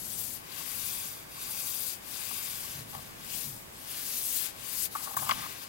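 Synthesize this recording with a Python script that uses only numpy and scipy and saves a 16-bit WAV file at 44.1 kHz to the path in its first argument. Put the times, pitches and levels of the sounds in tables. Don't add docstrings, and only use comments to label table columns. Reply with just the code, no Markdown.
import sys
import numpy as np
from scipy import signal
from scipy.fft import rfft, irfft, next_fast_len
from scipy.io import wavfile
from scipy.ndimage import uniform_filter1d, map_coordinates

SR = 44100
rng = np.random.default_rng(int(sys.argv[2]) if len(sys.argv) > 2 else 0)


def unload_audio(sound):
    columns = np.transpose(np.atleast_2d(sound))
    steps = np.round(np.clip(columns, -1, 1) * 32767)
    wavfile.write(sys.argv[1], SR, steps.astype(np.int16))


def gain_from_decibels(decibels):
    exponent = np.asarray(decibels, float) / 20
    return 10 ** exponent


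N = 250488


def unit(x):
    return x / np.sqrt(np.mean(x ** 2) + 1e-20)


def along(points, hz):
    f, value = np.transpose(points)
    return np.interp(np.log(hz + 1), np.log(f + 1), value)


def curves(rows):
    s, *columns = np.transpose(rows)
    return [np.interp(np.arange(N) / SR, s, column) for column in columns]


def wobble(rate):
    knots = rng.standard_normal(int(N * rate / SR) + 4)
    return map_coordinates(knots, [np.arange(N) * rate / SR])


def filtered(x, response):
    m = next_fast_len(N + SR // 2)
    return irfft(rfft(x, m) * response(np.fft.rfftfreq(m, 1 / SR)), m)[..., :N]


def coloured(x, spectrum):
    closed = [(spectrum[0][0] / 2, -120)] + list(spectrum)
    return unit(filtered(x, lambda hz: gain_from_decibels(along(closed, hz))))


def slips(spiky_db, patchy_db, size):
    unevenness = np.array([wobble(2500), wobble(2500)])
    grains = rng.standard_normal((2, N)) * gain_from_decibels(spiky_db * unevenness)
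    z = signal.stft(grains, nperseg=256)[2]
    field = rng.standard_normal(z.shape[1:])
    field = uniform_filter1d(field, size=size[0], axis=0)
    field = uniform_filter1d(field, size=size[1], axis=1)
    return signal.istft(z * gain_from_decibels(patchy_db * unit(field)), nperseg=256)[1][:, :N]


def near(pair, alike, lead, pan_db):
    alike = np.clip(alike, 0, 1)
    direct = filtered(pair[0], lambda hz: np.exp(1j * lead) + 0 * hz)
    right = alike * direct + np.sqrt(1 - alike ** 2) * pair[1]
    gains = np.array([np.ones_like(pan_db), gain_from_decibels(-pan_db)]) / np.sqrt(1 + gain_from_decibels(-2 * pan_db))
    return 2 * np.array([pair[0], right]) * gains


def bursts(times, levels_db, lengths, tail):
    gate, t = np.zeros(N + SR), np.arange(SR // 10) / SR
    for s, db, length in zip(times, levels_db, lengths):
        fall_db = 60 * np.maximum(t - length, 0) / tail
        gate[round(s * SR):][:len(t)] += gain_from_decibels(db - fall_db)
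    return gate[:N]


# frequency in Hz, correlation (-1 to 1).
BACKGROUND_LIKENESS = [(25, 1), (60, 0.99), (130, 0.62), (220, 0.26), (380, -0.19), (700, -0.43),
                       (1400, -0.34), (3000, -0.46), (5500, -0.67), (8000, 0.98), (15000, 0.2)]


def background_noise(spectrum):
    def angle(hz):
        return np.arccos(np.clip(along(BACKGROUND_LIKENESS, hz), -1, 1)) / 2

    noise = coloured(rng.standard_normal((2, N)), spectrum)
    mid, side = filtered(noise, lambda hz: np.array([np.cos(angle(hz)), np.sin(angle(hz))]))
    return np.array([mid + side, mid - side]) / np.std(mid)


# frequency in Hz, relative level in dB.
ROOM_COLOUR = [(250, -2.5), (350, -0.5), (520, -1), (700, -1.5), (900, -2), (1100, -3.5), (1350, -6.5),
               (2100, -5.5), (3800, -12.5), (7000, -15), (12000, -16.5), (16500, -14.5)]
# frequency in Hz, relative level in dB.
RUMBLE_COLOUR = [(18, -10), (50, -3.5), (80, -4), (105, 0), (140, -0.5), (180, -1.5), (250, -2), (330, -13)]
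# time in seconds, level in dB.
RUMBLE_SWELL = [(0.0, -54.5), (.4, -57), (2.6, -57.5), (2.95, -54.5), (3.45, -55), (3.95, -58), (5.1, -58),
                (5.35, -51.5), (5.68, -59)]


def room():
    swell_db, = curves(RUMBLE_SWELL)
    rumble = gain_from_decibels(swell_db + 1.0 * wobble(7.2)) * background_noise(list(RUMBLE_COLOUR) + [(700, -55)])
    hiss = gain_from_decibels(-53) * background_noise(ROOM_COLOUR)
    return hiss + rumble


# start in seconds, rise in seconds,
# hold in seconds, relative hiss level in dB as the hold begins, the same as it ends.
WIPE_STROKES = [(-.1, 0.1, 0.35, -43.5, -43), (0.43, 0.14, 0.52, -44, -42.5), (1.27, 0.16, .51, -44, -41),
                (1.998, .14, 0.67, -42.5, -48.5), (2.866, .04, 0.066, -49, -51),
                (3.161, .19, .11, -40, -41.5), (3.684, 0.27, 0.51, -43, -36.5),
                (4.536, 0.11, 0.21, -44.5, -34), (4.894, 0.034, 0.22, -46.5, -45.5),
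                (5.148, 0.023, 0.16, -38.5, -44.5), (5.314, .02, 0.32, -47, -55)]
# centre in seconds, added hiss in dB.
SPURTS = [(.2, 3.5), (.87, 2), (1.68, 2.5), (1.75, 2), (1.835, 3), (3.91, 3), (4.36, 2.5), (4.97, 3.5),
          (5.04, 7), (5.63, 5.5)]


def stroke_level():
    turn_db, last_stop_s = -60.5, 5.69
    arch_db_per_s = 6.5
    spurt_s = 0.016
    t = np.arange(N) / SR
    start, rise, hold, first_db, last_db = np.transpose(WIPE_STROKES)
    full = start + rise
    times = np.append(np.transpose([start, full, full + hold]), last_stop_s)
    levels = np.append(np.transpose([turn_db + 0 * start, first_db, last_db]), turn_db)
    level_db = np.interp(t, times, levels)
    for s, length in zip(full, hold):
        progress = np.clip((t - s) / length, 0, 1)
        level_db = level_db + arch_db_per_s * length * np.sin(np.pi * progress)
    return level_db + sum(db * np.exp(-((t - s) / spurt_s) ** 2) for s, db in SPURTS)


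# frequency in Hz, width in Hz, peak gain in dB.
PANEL_MODES = [(657, 45, -13), (800, 45, -11), (900, 50, -5), (1110, 130, 0), (1205, 60, -7),
               (1445, 60, -8), (1560, 70, -11), (1690, 80, -9), (2000, 90, -11), (2340, 100, -12),
               (2760, 120, -12), (3150, 200, -14)]


def panel(hz):
    return sum(gain_from_decibels(db) * 1j * hz * width / (centre * centre - hz * hz + 1j * hz * width)
               for centre, width, db in PANEL_MODES)


# time in seconds, left over right in dB before each layer scales it,
# weight on the palm in dB.
HAND_PATH = [(0, 11, -9.5), (.35, 22, -7.5), (.47, 15, 3.5), (.6, 19, 2), (1.15, 4.5, -1.5),
             (1.45, 6.5, 0.5), (1.9, 15.5, -2.5), (2.13, 18, 0.5), (2.4, 9.5, 2), (2.75, 6, 2),
             (2.95, 12.5, -3), (3.15, 7, 1.5), (3.4, 19, -1.5), (3.6, 9, -10), (3.95, 8.5, 2.5),
             (4.27, 7, -6), (4.45, 17.5, 2), (4.66, 18, 1.5), (4.83, 15, -2), (5.0, 10.5, -4),
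             (5.2, 11, -4), (5.38, 9.5, 9), (5.68, 14, 2.5)]
# time in seconds, echo over direct (0-1).
TABLE_ECHO = [(0, 0), (.65, 0.16), (.85, 0.32), (1.5, 0.4), (1.75, 0.35), (2.1, 0.08), (2.35, 0.33),
              (2.75, 0.05), (3.1, 0.08), (5.68, 0.05)]
# frequency in Hz, relative level in dB.
FIBRE_COLOUR = [(4000, -18), (6000, -7), (8000, -3.5), (10000, -2.5), (12500, 0), (14500, -3),
                (16500, -1.5)]
# frequency in Hz, relative level in dB.
WEAVE_COLOUR = [(1200, -13), (1700, -4), (2150, -2), (2700, -0.5), (3400, -7), (4300, -14.5)]
# frequency in Hz, relative level in dB.
SHEEN_COLOUR = [(2800, -8.5), (3700, -2.5), (4900, 0), (6000, -6), (7500, -10.5)]


def rubbing():
    hiss_db = stroke_level()
    pan_db, weight_db = curves(HAND_PATH)
    echo, = curves(TABLE_ECHO)
    flutter = wobble(25.02)

    def layer_db(base_db, per_hiss_db, per_weight_db):
        return base_db + per_hiss_db * (hiss_db + 42) + per_weight_db * weight_db

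    fibres = coloured(slips(spiky_db=1, patchy_db=2.0, size=(12, 6)), FIBRE_COLOUR)
    hiss = gain_from_decibels(hiss_db + 3.0 + 0.42 * flutter) * fibres

    weave = slips(spiky_db=2, patchy_db=1.4, size=(2, 35))
    lower = gain_from_decibels(layer_db(-52.5, 0.51, 0.95) + 0.5 * flutter) * coloured(weave, WEAVE_COLOUR)
    upper = gain_from_decibels(layer_db(-49.5, 0.65, 0.36) + 0.96 * flutter) * coloured(weave, SHEEN_COLOUR)
    drag = lower + upper
    echo_s = 0.00084
    drag = (drag + echo * np.roll(drag, round(echo_s * SR), axis=1)) / np.sqrt(1 + echo ** 2)

    shake_colour = [(600, -8), (950, -3.5), (1120, -2), (1300, -10.0), (1560, 4.0), (1800, -11), (2500, -28)]
    shake = coloured(slips(spiky_db=3.0, patchy_db=2.0, size=(3, 5)), shake_colour)
    flat_hum_db = 9
    hum = gain_from_decibels(layer_db(-60.5, 0.16, 0.99) + flat_hum_db * echo) * unit(filtered(shake, panel))

    return (near(hiss, alike=0.24, lead=0.64, pan_db=1.08 * pan_db)
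            + near(drag, alike=0.65, lead=1.32, pan_db=0.92 * pan_db)
            + near(hum, alike=0.92, lead=1.93, pan_db=0.31 * pan_db))


# start in seconds,
# relative strength in dB, contact in seconds, relative click level in dB, nearness to the panel's middle (0-1).
TAPS_AND_SCRAPES = [(.605, -44, 0.0096, -60, 0.8), (2.311, -37, 0.0063, -56, 1), (2.93, -40, 0.014, -58, 1),
                    (2.949, -35, 0.0043, -43.5, 1), (2.96, -43, 0.034, -67, 1),
                    (4.951, -29, 0.0068, -50, 0.55), (4.967, -44.5, 0.17, -56, 0.54),
                    (5.072, -33, 0.0086, -51, 0.84), (5.09, -38, 0.028, -63, 1),
                    (5.136, -39, 0.015, -59, 0.83), (5.166, -25, 0.0055, -59, 0.3),
                    (5.186, -40.5, 0.044, -44.5, 0.7), (5.222, -29, 0.0064, -54, 0.96),
                    (5.24, -38, 0.045, -63, 0.76), (5.292, -23.5, 0.0099, -33.5, 0.14),
                    (5.3103, -14, 0.0012, -23, 0.07), (5.315, -28, 0.0063, -35, 0.5),
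                    (5.325, -38.5, 0.014, -54, 0.5), (5.265, -39, .008, -58, 1),
                    (5.345, -41.5, 0.055, -60, 0.9), (5.42, -41, 0.046, -57, 0.4)]


def taps_and_scrapes():
    s, db, contact, edge_db, middle = np.transpose(TAPS_AND_SCRAPES)
    middle = np.clip(middle, 0.01, 0.99)
    knock = 0
    for share, centre_hz, wide_hz in [(middle, 740, 450), (1 - middle, 1150, 850)]:
        force_db = db + 10 * np.log10(share)
        blows = np.zeros(N)
        blows[np.round(s * SR).astype(int)] = gain_from_decibels(force_db + 27)
        rough = rng.standard_normal((2, N)) * bursts(s, force_db + 17.5, contact, tail=0.019)

        def answer(hz):
            band = 1j * hz * wide_hz / (centre_hz ** 2 - hz * hz + 1j * hz * wide_hz)
            low_cut = 1j * hz / (480 + 1j * hz)
            return panel(hz) * band ** 2 * low_cut ** 2

        knock = knock + filtered(blows + rough, answer)
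    edge_colour = [(1100, -3), (1800, 2), (3000, -0.5), (5000, -7), (6500, -21), (9000, -50)]
    edge = coloured(rng.standard_normal((2, N)), edge_colour)
    click = edge * bursts(s, edge_db, contact / 4, tail=0.023)
    level = np.ones(N)
    return (near(knock, alike=0.87, lead=1.66, pan_db=4.3 * level)
            + near(click, alike=0.75, lead=1.9, pan_db=12.0 * level))


# start in seconds, relative level in dB.
TABLE_THUMPS = [(2.754, -40), (2.788, -41), (2.965, -42.5), (3.449, -44), (3.472, -39), (5.19, -39.5),
                (5.22, -46)]
# frequency in Hz, relative level in dB, time to fall 60 dB in seconds.
TABLE_MODES = [(111, -1.5, 0.57), (140.2, 2.5, 0.26), (207, -2, .1)]


def thumps():
    top, t = np.zeros(N + SR), np.arange(SR // 2) / SR
    ring = sum(gain_from_decibels(level - 60 * t / t60) * np.sin(2 * np.pi * hz * t) for hz, level, t60 in TABLE_MODES)
    soft_rise = 1 - np.exp(-t / 0.0022)
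    for s, db in TABLE_THUMPS:
        top[round(s * SR):][:len(t)] += gain_from_decibels(db - 5) * ring * soft_rise
    return top[:N]


# start in seconds, relative level in dB,
# length in seconds, left over right in dB.
SNAG_SCUFFS = [(2.949, -47, .001, 14), (5.168, -26, 0.0057, 20), (5.2896, -25, 0.0036, 11),
               (5.521, -35, 0.0023, 11)]


def scuffs():
    s, db, length, pan_db = np.transpose(SNAG_SCUFFS)
    fibres = coloured(slips(spiky_db=-3.0, patchy_db=8.0, size=(12, 3)), FIBRE_COLOUR)
    scuff = fibres * bursts(s, db, length, tail=0.023)
    return near(scuff, alike=0.25, lead=1.2, pan_db=np.interp(np.arange(N) / SR, s, pan_db))


def scene():
    return room() + rubbing() + taps_and_scrapes() + thumps() + scuffs()


def low_pass(x):
    return signal.sosfilt(signal.butter(12, 16850, fs=SR, output="sos"), x)


def record(dry):
    mix = filtered(dry, lambda hz: hz < 15830)
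    return low_pass(mix)


dry = scene()
out = record(dry)
unload_audio(out)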